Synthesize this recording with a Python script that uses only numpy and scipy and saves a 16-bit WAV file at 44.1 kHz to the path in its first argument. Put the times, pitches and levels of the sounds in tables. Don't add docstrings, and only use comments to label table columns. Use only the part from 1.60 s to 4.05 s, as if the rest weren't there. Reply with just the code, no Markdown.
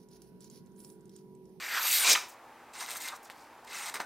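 import sys
import numpy as np
from scipy import signal
from scipy.fft import rfft, irfft, next_fast_len
from scipy.io import wavfile
from scipy.ndimage import uniform_filter1d

SR = 44100
rng = np.random.default_rng(int(sys.argv[2]) if len(sys.argv) > 2 else 0)


def natural_amplitude(level_db):
    exponent = np.asarray(level_db, float) / 20
    return 10 ** exponent


def output_pcm(signal):
    pcm = np.clip(np.atleast_2d(signal).T, -1, 1) * 32767
    wavfile.write(sys.argv[1], SR, np.round(pcm).astype(np.int16))


N = 108045


def unit(x):
    return x / np.sqrt(np.mean(x ** 2) + 1e-20)


def along(points, hz):
    f, value = np.transpose(points)
    return np.interp(np.log(hz + 1), np.log(f + 1), value)


def filtered(x, response):
    m = next_fast_len(N + 8192)
    return irfft(rfft(x, m) * response(np.fft.rfftfreq(m, 1 / SR)), m)[..., :N]


def moving(x, gain_db):
    hz, s, z = signal.stft(x, SR, nperseg=256, noverlap=192)
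    z = z * natural_amplitude(gain_db(hz[:, None] + 1, s))
    return signal.istft(z, SR, nperseg=256, noverlap=192)[1][:N]


def patches(shape):
    field = uniform_filter1d(rng.standard_normal(shape), size=5, axis=0)
    return unit(uniform_filter1d(field, size=8, axis=1))


def crackle(rate_hz, spike_db):
    hit = rng.random(N) < rate_hz / SR
    size = np.minimum(rng.exponential(size=N), 3)
    clicks = unit(hit * rng.standard_normal(N) * natural_amplitude(spike_db * size))
    return unit(clicks + 1.1 * rng.standard_normal(N))


def ringing(x, modes):
    def response(f):
        total = 1
        for hz, width_hz, db in modes:
            damping = 1j * f * width_hz
            total = total + natural_amplitude(db) * damping / (hz * hz - f * f + damping)
        return total
    return filtered(x, response)


def blade():
    # t/s, pressure level/dB, keenness/dB per octave
    strokes = [
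        [(0.0, -41.5, -3.5), (0.038, -38.5, -3), (0.096, -39.5, -1), (0.176, -30.5, -3), (0.192, -33.5, -1),
         (0.3, -27.5, 3)],
        [(0.3, -27, 3), (0.34, -25.5, 4.5), (0.412, -27.5, 0.5), (0.446, -25.5, -0.5)],
        [(0.446, -22, -4.5), (0.48, -18.5, -1.5), (0.533, -18.5, 1.5), (0.537, -23, 0), (0.546, -24, -9.5)],
        [(1.128, -73, -2), (1.136, -46.5, 0), (1.17, -43.5, -1), (1.208, -36, 2), (1.268, -44.5, -1.5),
         (1.314, -33, 1.5), (1.34, -44, 5.5)],
        [(1.34, -43, -1), (1.376, -39, 5), (1.396, -53, -12), (1.408, -39.5, 3), (1.49, -37, 0),
         (1.502, -46, -2), (1.58, -60, -12)],
        [(2.06, -66.5, 7), (2.078, -49.5, -2.5), (2.156, -37, 0.5), (2.21, -40.5, 2.5), (2.3, -36, 0),
         (2.305, -55, -6), (2.33, -48, -40)],
        [(2.335, -87.5, 12), (2.341, -33.5, 1.5), (2.373, -44, -1.5), (2.377, -49, -1), (2.396, -60, -1),
         (2.402, -33, -10), (2.421, -46.5, 3.5), (2.429, -57.5, -4), (2.45, -64.5, 0.5)],
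    ]
    rates_hz, spikes_db = [9000, 9150, 6000, 2920, 3090, 4280, 2530], [1.8, 1.8, 1.2, 2.2, 2.2, 2.2, 1.5]
    # f/Hz, level/dB
    fibre, rip, saw = [(150, -28), (400, -9.5), (900, -2), (2200, 4.5), (4500, 0.5), (8500, -1.5),
                       (13000, -9), (16000, -16.5)], [(300, -25.5), (1000, -3), (1700, -6), (2400, -1), (6000, 1),
                                      (8500, -1.5), (16000, -13)], [(300, -7.5), (900, 3), (2100, 4), (3000, -3.5),
                                                   (6000, -1), (8700, -3), (12500, -11.5), (16000, -16)]
    # f/Hz, width/Hz, level over the fibre noise/dB
    drawn, ripped, sawn = [(1550, 370, -4), (2100, 150, -6), (3850, 120, 1), (4590, 200, -0.5)], [(2390, 110, 4), (3820, 83, 0.93), (5500, 91, 0.78),
                                          (6140, 200, 0.7)], [(960, 180, -2.5), (2100, 63, 4.5), (2644, 89, 3),
                                                          (3814, 360, -0.5), (6180, 190, -12),
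                                                          (8740, 620, -5)]
    grains = [fibre] * 2 + [rip] + [saw] * 4
    mode_sets = [drawn] * 2 + [ripped] + [sawn] * 4
    pivot_hz, patchy_db, keenest_db = 4000, 2.5, 5
    out, t = np.zeros(N), np.arange(N) / SR
    for rows, rate_hz, spike_db, grain, modes in zip(strokes, rates_hz, spikes_db, grains, mode_sets):
        s, level_db, keen_db = np.transpose(rows)
        keen_db = np.clip(keen_db, -keenest_db, keenest_db)

        def colour(f, u):
            octaves = np.log2(np.maximum(f, 1500) / pivot_hz)
            tilt_db = np.interp(u, s, keen_db) * octaves
            return along(grain, f) + tilt_db + patchy_db * patches((len(f), len(u)))

        cut = ringing(moving(crackle(rate_hz, spike_db), colour), modes)
        out += natural_amplitude(np.interp(t, s, level_db, -150, -150)) * cut
    return out


def singing(rows, width, rate_hz, spike_db):
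    s, hz, level_db = np.transpose(rows)

    def band(f, u):
        pitch_hz = np.interp(u, s, hz)
        offset = np.log(f / pitch_hz) / width
        power_db = np.interp(u, s, level_db, -150, -150) - 10 * np.log10(pitch_hz * width / SR)
        return power_db - 40 * np.log10(1 + offset ** 2)

    return moving(crackle(rate_hz, spike_db), band)


def sheet_tones():
    # t/s, pitch f/Hz, level/dB
    belly, steel_edge, cut_strip = [(0, 2200, -50), (.1, 1900, -42), (.15, 1800, -34.5), (.18, 1400, -33),
                                    (.22, 1050, -42.5), (.26, 900, -47.5)], [(0, 13700, -61.5), (.17, 13000, -47), (.28, 12740, -34.5),
                                                 (.32, 12600, -45), (.4, 13060, -38), (.45, 12900, -45)], [(.3, 15900, -41.5), (.335, 15100, -34),
                                                               (.37, 11900, -34), (.4, 9500, -36),
                                                               (.44, 8850, -32.5), (.452, 6400, -40.5),
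                                                               (.47, 5000, -56)]
    tones = singing(belly, .38, 784, 2) + singing(steel_edge, .11, 6500, 2)
    return tones + singing(cut_strip, .08, 8000, 2)


def snaps():
    # t/s, peak level/dB, sizzle over body/dB
    last_fibres = [
        (.4361, -17, -2),
        (.4399, -17, 2),
        (.4979, -7, -9),
        (.5016, -13, -9),
        (.5057, -12, -11),
        (.5337, -12, -13),
        (.5403, -11, -9),
    ]
    sawn_creases = [(1.1366, -40.0, -10.0), (1.1534, -36.0, -8.0), (1.158, -35.0, -5.0),
                    (1.1911, -32.0, -7.0), (1.2183, -29.0, -10.0), (1.2627, -29.0, -13.0),
                    (1.2699, -32.0, 1.0), (1.2813, -30.0, -10.0), (1.3071, -25.0, -3.0),
                    (1.3153, -27.0, -7.0), (1.3325, -29.0, -2.0), (1.3372, -26.0, -11.0),
                    (1.3534, -28.0, 0.0), (1.3699, -21.0, 5.0), (1.381, -32.0, 2.0), (1.4034, -31.0, 4.0),
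                    (1.4117, -29.0, -4.0), (1.4183, -29.0, 8.0), (1.4229, -26.0, 2.0),
                    (1.4376, -29.0, -3.0), (1.4651, -28.0, -2.0), (1.4801, -26.0, 1.0),
                    (1.4861, -22.0, -7.0), (1.7002, -31.0, -5.0), (1.7046, -41.0, -2.0),
                    (2.0498, -44.0, 2.0), (2.0773, -42.0, -13.0), (2.1003, -36.0, -3.0),
                    (2.1316, -28.0, -12.0), (2.1564, -30.0, -12.0), (2.1862, -28.0, -10.0),
                    (2.1965, -30.0, -10.0), (2.2596, -29.0, -5.0), (2.2646, -28.0, -12.0),
                    (2.2848, -31.0, -8.0), (2.2968, -28.0, 2.0), (2.3028, -36.0, -5.0)]
    knocks = [
        (2.3422, -26.0, 1.0),
        (2.3463, -30.0, -10.0),
        (2.3505, -28.0, 0.0),
        (2.3572, -25.0, -6.0),
        (2.3612, -29.0, -11.0),
        (2.3667, -32.0, -6.0),
        (2.3725, -33.0, -10.0),
        (2.4034, -29.0, -6.0),
        (2.4102, -35.0, -11.0),
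        (2.4162, -36.0, -10.0),
    ]
    ring_hz = [3600, 7800, 12800]
    # f/Hz, level/dB
    crease = [(300, -22), (1500, -3), (2500, 0), (16000, 0)]
    ring_t60_s, rag_t60_s, rag_db, spread = .0018, .025, -21, .06
    out, t = np.zeros(N + SR), np.arange(1500) / SR
    for s, db, sizzle_db in last_fibres + sawn_creases + knocks:
        hz = ring_hz * np.exp(spread * rng.standard_normal(3))
        share = natural_amplitude([0, sizzle_db / 2 - 4.5, sizzle_db])
        phase = 2 * np.pi * rng.random((3, 1))
        ring = share / share.sum() @ np.sin(2 * np.pi * np.outer(hz, t) + phase)
        ring = ring * natural_amplitude(-60 * t / ring_t60_s)
        rag = rng.standard_normal(len(t)) * natural_amplitude(rag_db - 60 * t / rag_t60_s)
        out[round(s * SR) - 4:][:len(t)] += natural_amplitude(db) * (ring / np.abs(ring).max() + rag)
    return filtered(out[:N], lambda f: natural_amplitude(along(crease, f)))


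def clumps(rows, rate_hz, cycles, spread, spike_db):
    out, t = np.zeros(N + SR), np.arange(1500) / SR
    for s, length_s, level_db, pitch_hz in rows:
        when, tone, size = rng.random((3, 400))
        hz = pitch_hz * np.exp(spread * np.sqrt(3) * (2 * tone - 1))
        hz = np.minimum(hz, 16000)[:, None]
        live = np.arange(400) < rate_hz * length_s + 2
        gain = live * natural_amplitude(-spike_db * np.log(size + 0.055)) * np.sin(np.pi * when) ** .5
        decay, onset = np.exp(-t * hz / cycles), 1 - np.exp(-t * hz * 2)
        wave = gain[:, None] * np.sin(2 * np.pi * hz * t) * decay * onset
        at = ((s + when * length_s) * SR).astype(int)[:, None] + np.arange(len(t))
        burst = np.bincount(at.ravel(), wave.ravel(), N + SR)
        out += natural_amplitude(level_db) * burst * np.sqrt(length_s * SR / np.sum(burst ** 2))
    return out[:N]


def buckles():
    # t/s, length/s, level/dB, pitch f/Hz
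    bends = [(.44, 0.11, -39.5, 604), (.475, 0.046, -30, 2640), (.547, 0.015, -24, 2840),
             (.548, 0.015, -28, 1255), (.573, .004, -30, 1890), (.622, 0.022, -48.5, 990),
             (1.2, 0.042, -41.5, 1236), (1.31, 0.03, -48.5, 890), (1.35, 0.02, -43, 1440),
             (1.46, 0.031, -45, 2100), (1.518, .025, -39.5, 1180), (2.11, 0.16, -46.5, 1950),
             (2.18, 0.13, -46.5, 1180), (2.316, 0.0074, -56, 1550), (2.34, .035, -43, 1400),
             (2.397, 0.0085, -31.5, 1080), (2.406, 0.014, -38, 1420),
             (.475, .065, -48, 220),
        (2.399, .008, -45, 380),
        (2.343, .02, -49, 550),
        (.49, .046, -26, 5700),
        (.62, .02, -55, 280),
        (1.185, .03, -54, 550),
        (1.701, .012, -53, 2500),
    ]
    return clumps(bends, 1800, 2.5, .25, 3.5)


def pops():
    # t/s, peak level/dB, pitch f/Hz
    dents = [(1.6998, -27, 1900), (2.3424, -25, 1250), (2.3501, -26, 1250), (2.3568, -22, 1800),
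             (2.3664, -29, 1800), (2.372, -33, 1500), (2.3978, -29, 950), (2.4031, -20, 1200),
             (2.4096, -24, 1600), (2.4142, -29, 1500), (2.4175, -30, 1100)]
    out, t = np.zeros(N + SR), np.arange(600) / SR
    for s, db, hz in dents:
        swing = -np.sin(2 * np.pi * hz * t) * np.exp(-t * hz / 0.9)
        out[round(s * SR):][:len(t)] += natural_amplitude(db) * swing / np.abs(swing).max()
    return out[:N]


def rustles():
    # t/s, length/s, level/dB, pitch f/Hz
    brushes = [(.68, .028, -53, 12300), (.7, .047, -61, 8700), (.71, .02, -66, 13000),
               (1.548, .027, -54, 10100), (1.627, .014, -58, 10500), (1.642, .018, -56, 9500),
               (1.648, .04, -61, 6500), (1.7, .03, -58, 6000), (1.71, .18, -65, 8000),
               (2.043, .01, -60, 8500), (2.068, .014, -58, 6000)]
    return clumps(brushes, 5960, 2.1, 0.39, 2)


def shop(x):
    # f/Hz, t60/s
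    t60 = [(200, 0.49), (2000, 0.33), (10000, 0.3)]
    hz, t, z = signal.stft(rng.standard_normal(SR // 2), SR, nperseg=256)
    z = z * natural_amplitude(-60 * t / along(t60, hz)[:, None])
    tail = signal.istft(z, SR, nperseg=256)[1]
    delayed = np.pad(x, (200, 0))
    return natural_amplitude(-8.5) * signal.fftconvolve(delayed, tail / np.linalg.norm(tail))[:N]


def port_colour(direct, aside):
    # f/Hz, level/dB
    port = [(60, -50.5), (200, -5.5), (7000, -1), (9000, 0.5), (10700, -10), (12000, 1.5), (13000, 0),
            (15000, -1.5)]
    sideways_db = -3

    def side(f):
        db = along(port, f)
        return natural_amplitude(np.where(f > 5000, np.maximum(db, sideways_db), db))

    return filtered(direct, lambda f: natural_amplitude(along(port, f))) + filtered(aside, side)


def heater():
    # f/Hz, level/dB
    air_spectrum, hiss_spectrum = [(25, -36), (50, -25.5), (120, -22.5), (240, -20), (300, -14), (650, -13),
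                                   (850, -5.5), (1200, -12.5), (2500, -21), (4000, -48.5)], [(1180, -38), (2000, -20), (2570, -4.5), (3010, -2),
                                                   (7980, -10.5), (14700, -14), (16000, -16.5)]
    air = moving(rng.standard_normal(N), lambda f, u: 0.81 * patches((len(f), len(u))))
    air = unit(filtered(air, lambda f: natural_amplitude(along(air_spectrum, f))))
    hiss = unit(filtered(rng.standard_normal(N), lambda f: natural_amplitude(along(hiss_spectrum, f))))
    return natural_amplitude(-54) * air + natural_amplitude(-67) * hiss


def mains():
    # f/Hz, level/dB
    harmonics = [(120, -78.5), (240, -70)]
    t = np.arange(N) / SR
    return sum(natural_amplitude(db) * np.sin(2 * np.pi * hz * t) for hz, db in harmonics)


def port_noise():
    def rumble_shape(f):
        return 1 / (1 + (f / 500) ** 2) * (f / (f + 150)) ** 3
    rumble = unit(filtered(rng.standard_normal(N), rumble_shape))
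    return natural_amplitude(-105) * rumble + natural_amplitude(-70.5) * rng.standard_normal(N)


def two_ports(x):
    # f/Hz, left lead/rad
    lead = [(4000, 0), (6000, -0.17), (7400, -0.19), (8600, -0.3), (10800, -0.18), (11900, -0.38),
            (13400, -.45), (16000, -0.24)]
    sides = np.array([[1], [-1]])
    return filtered(x, lambda f: np.exp(.5j * along(lead, f) * sides)) + port_noise() * sides


def scene():
    paper = blade() + sheet_tones() + snaps() + buckles() + pops()
    aside = shop(paper) + rustles()
    return two_ports(port_colour(paper, aside) + heater() + mains())


def roll_off(x):
    return signal.sosfilt(signal.butter(12, 16470, fs=SR, output="sos"), x)


def record(dry):
    mix = filtered(dry, lambda f: f < 15800)
    return roll_off(mix)


dry = scene()
out = record(dry)
output_pcm(out)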